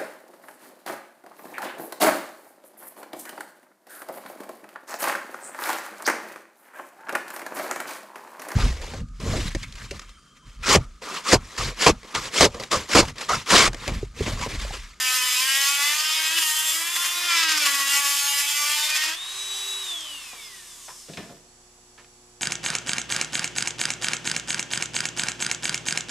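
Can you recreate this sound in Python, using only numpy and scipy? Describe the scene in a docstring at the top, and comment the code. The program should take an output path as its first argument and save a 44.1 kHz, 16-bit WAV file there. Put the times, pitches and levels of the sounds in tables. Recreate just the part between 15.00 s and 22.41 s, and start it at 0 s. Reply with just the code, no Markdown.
"""Grinding steel with a rotary tool

A handheld rotary tool grinds a steel tab inside a metal chassis; load slows its shaft and the stone chatters.
Rough noise partly repeats with each turn, loose grit crackles, and tones follow the shaft speed.
The stone lifts off, the motor runs free, is switched off, coasts down and is laid on the bench:
noise bursts make the knocks. Low rumble, mains hum, a steady treble whine and hiss lie underneath."""
import sys
import numpy as np
from scipy import signal
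from scipy.fft import rfft, irfft, next_fast_len
from scipy.io import wavfile
from scipy.ndimage import uniform_filter1d, map_coordinates

SR = 44100
rng = np.random.default_rng(int(sys.argv[2]) if len(sys.argv) > 2 else 0)


def unload_wav(signal):
    """Save mono or channel-first audio to the path in sys.argv[1] as 16-bit WAV at rate SR, clipped to [-1, 1]."""
    wavfile.write(
        sys.argv[1],
        SR,
        np.round(np.clip(np.atleast_2d(signal).T, -1, 1) * 32767).astype(np.int16),
    )


N = 326761  # samples in the scene

# Shaft speed under load; the last row is the lift-off: [t/s, speed/turns per s]
LOADED_SPEED = [(0.0, 256.5), (0.36, 251), (0.47, 266), (0.7, 282), (0.82, 285), (1.01, 308), (1.28, 316.5),
                (1.37, 330), (1.44, 314), (1.51, 309), (1.71, 315.5), (1.92, 346), (2.03, 350),
                (2.26, 351.5), (2.33, 339), (2.5, 317), (2.58, 304), (2.66, 285), (2.84, 276.5),
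                (3.0, 283.3), (3.37, 283.5), (3.64, 292.7), (3.76, 298), (4.1, 313.6), (4.14, 330)]
# Stone scraping steel: [t/s, scrape level/dB, gain of the low end/dB, gain of the treble/dB]
SCRAPE = [(0.0, -22.5, -4, -2), (0.42, -22.5, -2, -2.5), (0.62, -22, -7, -3), (0.85, -22, -1, -4),
          (1.1, -21, -3, -7.5), (1.33, -23, 0.5, -4), (1.46, -25, -5, 1), (1.6, -25.5, -1, 2),
          (1.9, -28.5, 4.5, 2), (2.03, -27, 4.5, -2), (2.15, -27.5, 3, -1.5), (2.3, -22, 3.5, -7.5),
          (2.49, -19, -3.5, -11), (2.7, -21, 2.5, -4), (2.9, -23, 0.5, -1.5), (3.2, -23.5, -5, -1),
          (3.75, -22, -3, -3), (3.95, -24, -4.5, -7.5), (4.15, -29, 2.5, -8.5)]
# Air and brush noise of the motor: [t/s, level/dB, treble level/dB, left over right/dB]
MOTOR_NOISE = [(4.16, -36.5, -41.5, 0.5), (4.37, -35, -37, 0.5), (4.67, -36, -34.5, -0.5),
               (4.82, -34.5, -35.5, 0), (4.95, -38.5, -39, 0.5), (5.15, -40, -40.5, 0.5),
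               (5.56, -46.5, -43.5, 0), (5.93, -54, -44, 1), (6.14, -54, -48, 1), (6.34, -61, -53, -0.5),
               (6.5, -66, -76, -3)]
# The stone skips and bites: [t/s, burst level before filtering/dB, length/s]
CHATTER = [(1.381, -22, 0.0083), (1.422, -27, 0.0094), (1.96, -25.5, 0.0078), (2.051, -27.5, 0.011),
           (2.434, -24, 0.0062), (2.49, -24, 0.0069), (2.518, -22.5, .006), (2.576, -23, .006),
           (2.662, -18.5, 0.0067), (3.9, -27, 0.0077), (3.9594, -21, 0.013), (4.03, -25, 0.024),
           (4.083, -27, 0.013)]
# Switch, hands and tool on the bench, before they ring:
# [t/s, relative click level/dB, relative thud level/dB, click centre f/Hz, click time to fall 60 dB/s]
KNOCKS = [(5.006, -23.5, -68, 6720, .04), (5.151, -42, -70, 2983, .05), (5.331, -32.5, -61, 698, 0.2),
          (5.881, -27.5, -63, 958, 0.2), (6.084, -39, -39.5, 2200, 0.15), (6.135, -32, -50, 3320, 0.11),
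          (6.1716, -22, -31.5, 1960, 0.095), (6.20, -35.5, -48, 1800, 0.38), (6.229, -38, -47, 1500, 0.18),
          (6.292, -34.5, -41.5, 900, 0.13), (6.321, -43, -54, 791, 0.091), (6.978, -36.5, -58, 1720, 0.23),
          (7.045, -36, -66, 1710, 0.027)]
# Colour of stone on steel: [f/Hz, relative level per Hz/dB]
STEEL_COLOUR = [(120, -71), (200, -74), (320, -32), (476, -29), (560, -22), (789, -19), (1130, -7),
                (1490, -9.5), (1950, -3), (2130, -5), (3060, -3.5), (4160, -7), (7410, -4), (13000, -7),
                (15000, -14)]
# Resonances of the chassis: [f/Hz, width/Hz, relative level/dB]
CHASSIS_MODES = [(1930, 160, -8), (2576, 120, 13), (3030, 33, -6), (3430, 16, 16), (4945, 700, 1.5),
                 (6395, 43, -9), (6390, 73, 9.5), (7590, 62, 17.5), (9000, 67, 0), (9380, 32, -17),
                 (9900, 39, 11), (11700, 200, -43)]
# Colour of the air and brush noise: [f/Hz, relative level per Hz/dB]
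AIR_COLOUR = [(120, 5), (200, -30.5), (350, -13), (659, -12.5), (1030, 0), (1330, -5), (1750, 0), (2330, 0),
              (3470, 7), (4230, -1), (7970, 1.5), (13500, -10.5), (15000, -27)]
# Resonances of the tool casing when knocked: [f/Hz, width/Hz, relative level/dB]
CASING_MODES = [(1016, 98, 1), (1770, 47, 8), (2420, 126, -18), (3870, 113, -33)]
# Resonances of the bench: [f/Hz, width/Hz, relative level/dB]
BENCH_MODES = [(93.5, 42, -6), (163, 51, 7), (294.3, 400, 1), (523, 146, 3.5), (685.5, 38, 1.5)]
# Mains hum, before it swells: [f/Hz, relative level/dB]
HUM = [(120, -71), (240, -71), (360, -65.5), (480, -73.5), (720, -72.5), (840, -76)]
# Steady high tones: [f/Hz, relative level/dB]
WHINE = [(4500, -71.5), (5432, -73), (5717, -74), (5814, -72), (6132, -71), (6514, -86), (6794, -69),
         (7278, -69), (7720, -69), (7757, -67), (7854, -69), (10056, -69.5), (10207, -77), (10632, -86)]
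# Colour of the hiss: [f/Hz, relative level per Hz/dB]
HISS_COLOUR = [(20, -13), (50, -24), (90, -9), (160, -3.5), (400, -6.5), (1000, -4), (2000, -12),
               (4000, -13), (4600, -9), (7500, -7), (9000, -13), (12500, -20.5), (13300, -60)]
# How alike left and right are: [f/Hz, likeness from 0 to 1]
LIKENESS = [(100, 1), (300, 0.97), (1000, 1), (3000, 0.94), (7000, 0.87), (14000, 0.89)]
# Which side the direct sound leans to: [f/Hz, left over right/dB]
LEAN = [(150, 1), (300, -2.5), (600, 1.1), (1300, 0.5), (2800, 1.5), (5500, -3), (10000, 0.7)]
# How long the room rings: [f/Hz, time to fall 60 dB/s]
ROOM_DECAY = [(200, 0.32), (2000, 0.43), (10000, 0.15)]
# The hum swells: [t/s, gain/dB]
HUM_SWELL = [(0, -22), (4, -15), (5.5, -0.5), (6.5, 1.5), (7, 3.5), (7.41, 5.5)]
# One faint squeak: [t/s, f/Hz, peak level/dB, half length/s]
SQUEAK = (6.49, 4300, -62, .012)
# Steady low rumble: [f/Hz, relative level/dB]
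RUMBLE = [(30, -64.5), (60, -69), (120, -74), (150, -84)]
# Resonances of the motor housing: [f/Hz, width/Hz, relative level/dB]
HOUSING_MODES = [(1160, 130, -0.5), (3200, 140, -4), (4900, 110, -8), (7580, 130, 1)]
# A narrow whir as the shaft dies: [t/s, level/dB]
WHIR = [(5.3, -80), (5.7, -70), (5.9, -55), (6.25, -61), (6.38, -64), (6.43, -85)]
# Tones that swell while grinding: [multiple of the shaft speed]
CUT_ORDERS = (2, 4, 5, 6, 7, 8, 9, 11, 12)
# Their levels before the tab blooms: [level over the scrape/dB]
CUT_TONE_LEVELS = (-39.5, -26, -28.5, -29.5, -28, -28, -26, -28, -27)
# Running free: 8 fan blades, overtones and sidebands of fan and commutator: [multiple of the shaft speed]
FREE_ORDERS = (2, 8, 11, 13, 16, 17, 24)
# Their levels at full speed, before the shell blooms: [level/dB]
FREE_TONE_LEVELS = (-63, -59, -60, -59, -63, -63, -66)
# A grinding tone blooms as it passes these resonances of the tab: [f/Hz, width/Hz, relative level/dB]
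TAB_MODES = [(1157, 180, -2.5), (1620, 81, 8.5), (1868, 78, 10.5), (2355, 44, 11.5), (3060, 260, 3.5),
             (3700, 160, 2)]
# A free tone blooms as it passes these resonances of the shell: [f/Hz, width/Hz, relative level/dB]
SHELL_MODES = [(1100, 52, 4), (3360, 170, 9), (5300, 93, 6), (6150, 150, -1), (7880, 210, 13.5)]
# Shaft tones that rise and fall throughout:
# [t/s, imbalance level/dB, low grinding tone level/dB, commutator level/dB]
MAIN_TONES = [(0, -72, -54, -46), (.36, -63.5, -60.5, -36), (.8, -65, -43.5, -46), (1.05, -68, -51, -37),
              (1.36, -53, -45, -36.5), (1.6, -76.5, -42.5, -33), (1.8, -52.5, -49, -40.5),
              (1.98, -64, -52, -36.5), (2.15, -55.5, -47, -33), (2.5, -46.5, -42.5, -40),
              (2.8, -55.5, -70, -44), (2.95, -58, -42, -39), (3.4, -66, -46, -37), (3.9, -75, -45, -46),
              (4.1, -55, -52, -40), (4.2, -72, -68, -36.5), (4.4, -61, -70, -37.5), (4.75, -56, -70, -37.5),
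              (4.93, -59, -70, -31.5), (5.0, -63, -72, -40), (5.1, -62, -72, -37), (5.3, -72, -70, -50),
              (5.55, -78, -78, -52.5), (5.75, -77, -80, -69), (6.0, -90, -90, -90)]
# Where those three tones sit: [multiple of the shaft speed]
MAIN_ORDERS = (1, 3, 10)
# A shaft tone flares into a squeal: [t/s, multiple of the shaft speed, peak level/dB, half length/s]
SQUEALS = [(0.106, 5, -44, 0.27), (.05, 7, -38, 0.058), (0.397, 4, -36, 0.034), (0.553, 7, -34.5, 0.065),
           (0.697, 4, -38, 0.045), (.72, 9, -39, .05), (0.847, 7, -33, 0.061), (1.05, 4, -45, 0.17),
           (1.376, 9, -28.5, 0.017), (1.385, 5, -38, 0.021), (1.44, 9, -37, 0.027), (2.067, 9, -30, .04),
           (2.183, 11, -37.5, 0.078), (2.24, 5, -34.5, 0.021), (2.343, 7, -30, 0.055), (2.336, 4, -37, .05),
           (2.52, 5, -37, 0.081), (2.677, 4, -31.5, 0.015), (2.766, 7, -33.5, 0.061), (2.948, 7, -35, 0.12),
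           (3.004, 4, -40, 0.18), (3.25, 23, -34, .1), (3.647, 4, -42, .08), (3.7, 5, -44, .15),
           (3.927, 8, -33.5, 0.054), (4.45, 16, -51, .17), (5.43, 16, -48, 0.045), (5.464, 24, -51, .03)]

REPEATS, FREE_REPEATS = 0.52, 0.5  # share of the roughness power that repeats each turn: grinding, motor
FREE_HZ, SPIN_UP_S, OFF_S = 388.3, .072, 4.815  # free speed, time constant to reach it, switch-off
# Coasting: steady braking, plus speed lost early to fan drag and the time constant of that loss
FRICTION_HZ_PER_S, DRAG_HZ, DRAG_S = 190, 62, .34
FADE_DB_PER_OCTAVE = 12  # free tones weaken as the shaft slows
OCTAVE_DB = -56  # octave of the commutator tone, at full speed before the shell blooms
WALL_ECHO_S, WALL_ECHO = 0.000492, 0.19  # a near chassis wall: delay, strength in the high treble
TOP_HZ = 15140  # band limit of the whole scene


def amp(db):
    """Gain of a level in dB."""
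    return 10 ** (np.asarray(db) / 20)


def unit(x):
    """x scaled to an average (rms) level of 1."""
    return x / np.sqrt(np.mean(x ** 2) + 1e-20)


def along(points, hz):
    """Read a value at hz between table points, on a log frequency axis."""
    f, v = np.transpose(points)
    return np.interp(np.log(hz + 1), np.log(f + 1), v)


def curves(rows):
    """One value per sample for each column after the time; the end values hold outside the table."""
    s, *cols = np.transpose(rows)
    return [np.interp(np.arange(N) / SR, s, c) for c in cols]


def wobble(rate):
    """A smooth random curve with rate new points a second."""
    points = rng.standard_normal(int(N * rate / SR) + 4)
    return map_coordinates(points, [np.arange(N) * rate / SR])


def filtered(x, response):
    """Shape the spectrum of x by a response given as a function of frequency."""
    m = next_fast_len(N + SR // 2)
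    return irfft(rfft(x, m) * response(np.fft.rfftfreq(m, 1 / SR)), m)[..., :N]


def modes(table):
    """Response of a set of resonances, each one opposite in sign to the one before."""
    def mode(f, centre, width):
        return 1j * f * width / (centre * centre - f * f + 1j * f * width)
    return lambda f: sum((-1) ** k * amp(db) * mode(f, c, w) for k, (c, w, db) in enumerate(table))


def split(x, low_db, high_db, low_hz, high_hz):
    """Give the low and high ends of x their own gains."""
    low = filtered(x, lambda f: 1 / (1 + (f / low_hz) ** 8))
    high = filtered(x, lambda f: 1 - 1 / (1 + (f / high_hz) ** 8))
    middle = x - low - high
    return middle + amp(low_db) * low + amp(high_db) * high


def per_turn(turns, wear, spiky_db, size):
    """A rough profile of size points, read once a turn; it blends into a new one wear times a second."""
    shape = (int(N * wear / SR) + 4, size)
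    spikes = amp(spiky_db * np.minimum(rng.exponential(1, shape), 2.5))
    rim = rng.standard_normal(shape) * spikes
    rim /= np.std(rim, axis=1, keepdims=True)
    rim = np.concatenate([rim, rim[:, :2]], 1)  # join the end of the turn to its start
    place = [np.arange(N) * wear / SR, turns % 1 * size]
    return unit(map_coordinates(rim, place, order=1))


def tones(turns, orders, levels, flutter_db, slip):
    """Sines at multiples of the shaft speed that flutter in level and slip in phase."""
    total = 0
    for k, db in zip(orders, levels):
        gain = np.sqrt(2) * amp(db + flutter_db * wobble(35))
        total = total + gain * np.sin(2 * np.pi * k * turns + slip * wobble(40))
    return total


def background():
    """Low rumble, mains hum and whine are sums of fixed-pitch sines; hiss is noise, wider in the treble."""
    t = np.arange(N) / SR

    def sines(table):
        return sum(amp(db + 0.5 + 0.74 * wobble(15)) * np.sin(2 * np.pi * (hz * t + rng.random()))
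                   for hz, db in table)

    def hiss_colour(f):
        return amp(along(HISS_COLOUR, f)) * [np.ones_like(f), 1.38 * f / (f + 900)]

    hum = amp(curves(HUM_SWELL)[0]) * sines(HUM)
    whine = sines(WHINE) * amp([[-1.5], [1.5]])  # left, right
    mid, side = filtered(rng.standard_normal((2, N)), hiss_colour)
    hiss = amp(-56.0) * unit(np.array([mid + side, mid - side])) * amp([[-.8], [.8]])
    return sines(RUMBLE) + hum + whine + hiss


def shaft():
    """Turns per second: held down by the load, then rising to free speed, then coasting."""
    t, (lift_s, lift_hz) = np.arange(N) / SR, LOADED_SPEED[-1]
    rising = FREE_HZ - (FREE_HZ - lift_hz) * np.exp(-np.clip(t - lift_s, 0, None) / SPIN_UP_S)
    off = np.clip(t - OFF_S, 0, None)  # time since switch-off
    lost = FRICTION_HZ_PER_S * off + DRAG_HZ * (1 - np.exp(-off / DRAG_S))
    return np.where(t < lift_s, curves(LOADED_SPEED)[0], np.clip(rising - lost, 1, None))


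def grinding(turns):
    """The stone's rim repeats each turn; loose grit adds crackle; both ring in the chassis."""
    scrape_db, low_db, sizzle_db = curves(SCRAPE)
    t = np.arange(N) / SR

    def colour(f):
        return amp(along(STEEL_COLOUR, f)) * (1 + 0.55 * modes(CHASSIS_MODES)(f))

    def wall(f):  # the treble comes back inverted
        echo = np.exp(-2j * np.pi * f * WALL_ECHO_S) * f ** 2 / (f ** 2 + 5000 ** 2)
        return 1 - WALL_ECHO * echo

    rim = unit(filtered(per_turn(turns, wear=16.0, spiky_db=5.0, size=128), colour))
    spikes = np.minimum(rng.exponential(1, N), 3.5)
    grit = rng.standard_normal(N) * amp(1.8 * spikes + 0.7 * wobble(300))
    # high spots throw grit at similar angles from turn to turn
    grit *= amp(3.0 * per_turn(turns, wear=6.0, spiky_db=0, size=5))
    # the flow of grit is even over several turns
    grit /= np.sqrt(np.abs(uniform_filter1d(grit ** 2, size=1500)))
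    grit = unit(filtered(grit, colour))

    # fine roughness hardly survives from turn to turn, so the treble is mostly grit
    repeating = np.sqrt(REPEATS) * rim + (np.sqrt(1 - REPEATS) - 1) * grit
    scrape = filtered(repeating, lambda f: 1 / (1 + (f / 10000) ** 2)) + grit
    scrape = split(scrape, low_db, sizzle_db, low_hz=2000, high_hz=6200)
    scrape *= amp(scrape_db + 1.0 * wobble(40) + 0.93 * wobble(15))

    bites = sum(amp(db) * np.exp(-((t - s - life / 2) / life) ** 2) for s, db, life in CHATTER)
    blunt = filtered(grit, lambda f: 1 / (1 + (f / 5500) ** 4))  # a bite shakes more than it hisses
    lift = amp(-60 * np.clip(t - SCRAPE[-1][0], 0, None) / .03)  # contact ends quickly
    return filtered((scrape + bites * (blunt + 0.27 * grit)) * lift, wall)


def motor(turns):
    """Cooling air and brushes make noise; the bright part of the rattle repeats each turn."""
    body_db, treble_db, _ = curves(MOTOR_NOISE)

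    def colour(f):
        no_bass = f ** 4 / (f ** 4 + 200 ** 4)
        return amp(along(AIR_COLOUR, f)) * (1 + modes(HOUSING_MODES)(f)) * no_bass

    rattle = unit(filtered(per_turn(turns, wear=7.0, spiky_db=1.5, size=224), colour))
    air = unit(filtered(rng.standard_normal(N), colour))
    repeating = np.sqrt(FREE_REPEATS) * rattle + (np.sqrt(1 - FREE_REPEATS) - 1) * air
    rush = filtered(repeating, lambda f: f ** 4 / (f ** 4 + 2400 ** 4)) + air
    rush = split(rush, 0.1, treble_db - body_db, low_hz=800, high_hz=4800)
    rush *= amp(body_db + 0.47 * wobble(12))
    whir = unit(filtered(rng.standard_normal(N), modes([(5250, 250, 0.1)])))
    return rush + whir * amp(curves(WHIR)[0] + 1.42 * wobble(30))


def squeals(turns):
    """Each squeal is a sine at one multiple of the shaft speed that swells and fades."""
    t, total = np.arange(N) / SR, 0
    for order in sorted({round(k) for _, k, _, _ in SQUEALS}):
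        swell = sum(amp(db) * np.exp(-((t - s) / half) ** 2)
                    for s, k, db, half in SQUEALS if round(k) == order)
        total = total + swell * tones(turns, [order], [0], flutter_db=2.0, slip=.4)
    return total


def tool():
    """All sound of the turning tool: noise, partly repeating each turn, a whir, and tones that follow the speed."""
    t, speed = np.arange(N) / SR, shaft()
    free = np.clip((t - LOADED_SPEED[-1][0]) / 0.0218, 0, 1)  # 0 while grinding, 1 once lifted off
    uneven = (.002 - 0.00159 * free) * wobble(40)  # load makes the speed less even
    turns = np.cumsum(speed * (1 + uneven)) / SR

    def bloom(table):
        return lambda f: 1 + abs(modes(table)(f))

    def swelling(levels, depth_db):  # each tone swells on its own
        return [db + depth_db * wobble(7) for db in levels]

    main = tones(turns, MAIN_ORDERS, curves(MAIN_TONES), flutter_db=2.8 - free, slip=.45)
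    cut_levels = swelling(CUT_TONE_LEVELS, depth_db=2.0)
    cutting = tones(turns, CUT_ORDERS, cut_levels, flutter_db=3.0, slip=.45)
    loaded = filtered(amp(curves(SCRAPE)[0]) * cutting, bloom(TAB_MODES))
    free_levels = swelling(FREE_TONE_LEVELS, depth_db=3.0)
    spinning = tones(turns, FREE_ORDERS, free_levels, flutter_db=3.0, slip=.45)
    spinning = spinning + tones(turns, [20], [OCTAVE_DB], flutter_db=1.5, slip=.3)
    fade = amp(FADE_DB_PER_OCTAVE * np.log2(speed / FREE_HZ))
    running = filtered(fade * spinning, bloom(SHELL_MODES))
    return grinding(turns) + motor(turns) + main + squeals(turns) + loaded * (1 - free) + running * free


def knocks():
    """Each contact is a click of its own colour, partly ringing in the casing, and a longer bench thud."""
    click, thud, t = np.zeros(N + SR), np.zeros(N + SR), np.arange(SR // 2) / SR
    for s, db, thud_db, hz, t60 in KNOCKS:
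        start = round(s * SR)
        b, a = signal.iirpeak(hz, 1.2, SR)
        burst = amp(db + 5 - 60 * t / t60) * rng.standard_normal(len(t))
        click[start:][:len(t)] += signal.lfilter(b, a, burst)
        # the thud lasts 2.24 times as long as the click
        thud[start:][:len(t)] += amp(thud_db - 60 * t / (2.24 * t60)) * rng.standard_normal(len(t))

    def casing(f):
        return (0.54 + 0.64 * modes(CASING_MODES)(f)) / (1 + (f / 8000) ** 6)

    return filtered(click[:N], casing) + amp(15.0) * filtered(thud[:N], modes(BENCH_MODES))


def squeak():
    """A single short sine that swells and fades."""
    s, hz, db, half = SQUEAK
    t = np.arange(N) / SR
    return amp(db) * np.exp(-((t - s) / half) ** 2) * np.sin(2 * np.pi * hz * t)


def room(x):
    """Fading noise stands in for the room's echoes; stronger where left and right are less alike."""
    hz, t, z = signal.stft(rng.standard_normal((2, SR // 2)), SR, nperseg=256)
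    fading = z * amp(-60 * t / along(ROOM_DECAY, hz)[:, None])
    tail = signal.istft(fading, SR, nperseg=256)[1]
    tail = tail / np.linalg.norm(tail[0])
    late = np.pad(x, (300, 0))[None]  # the echoes start 300 samples late
    wet = signal.fftconvolve(late, tail, axes=1)[:, :N]
    return filtered(wet, lambda f: np.sqrt(1 - np.clip(along(LIKENESS, f), 0, .995)))


def scene():
    """Direct sound, leaning left or right by frequency and as the tool moves off, plus room and background."""
    near = tool() + knocks() + squeak()
    direct = filtered(near, lambda f: amp(np.outer([.5, -.5], along(LEAN, f))))
    away = amp(np.outer([.5, -.5], curves(MOTOR_NOISE)[2]))
    return amp(-0.03) * direct * away + amp(1.5) * room(near) + background()


def record(dry):
    """Nothing is kept above the band limit."""
    return filtered(dry, lambda hz: hz < TOP_HZ)


dry = scene()
out = record(dry)
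unload_wav(out)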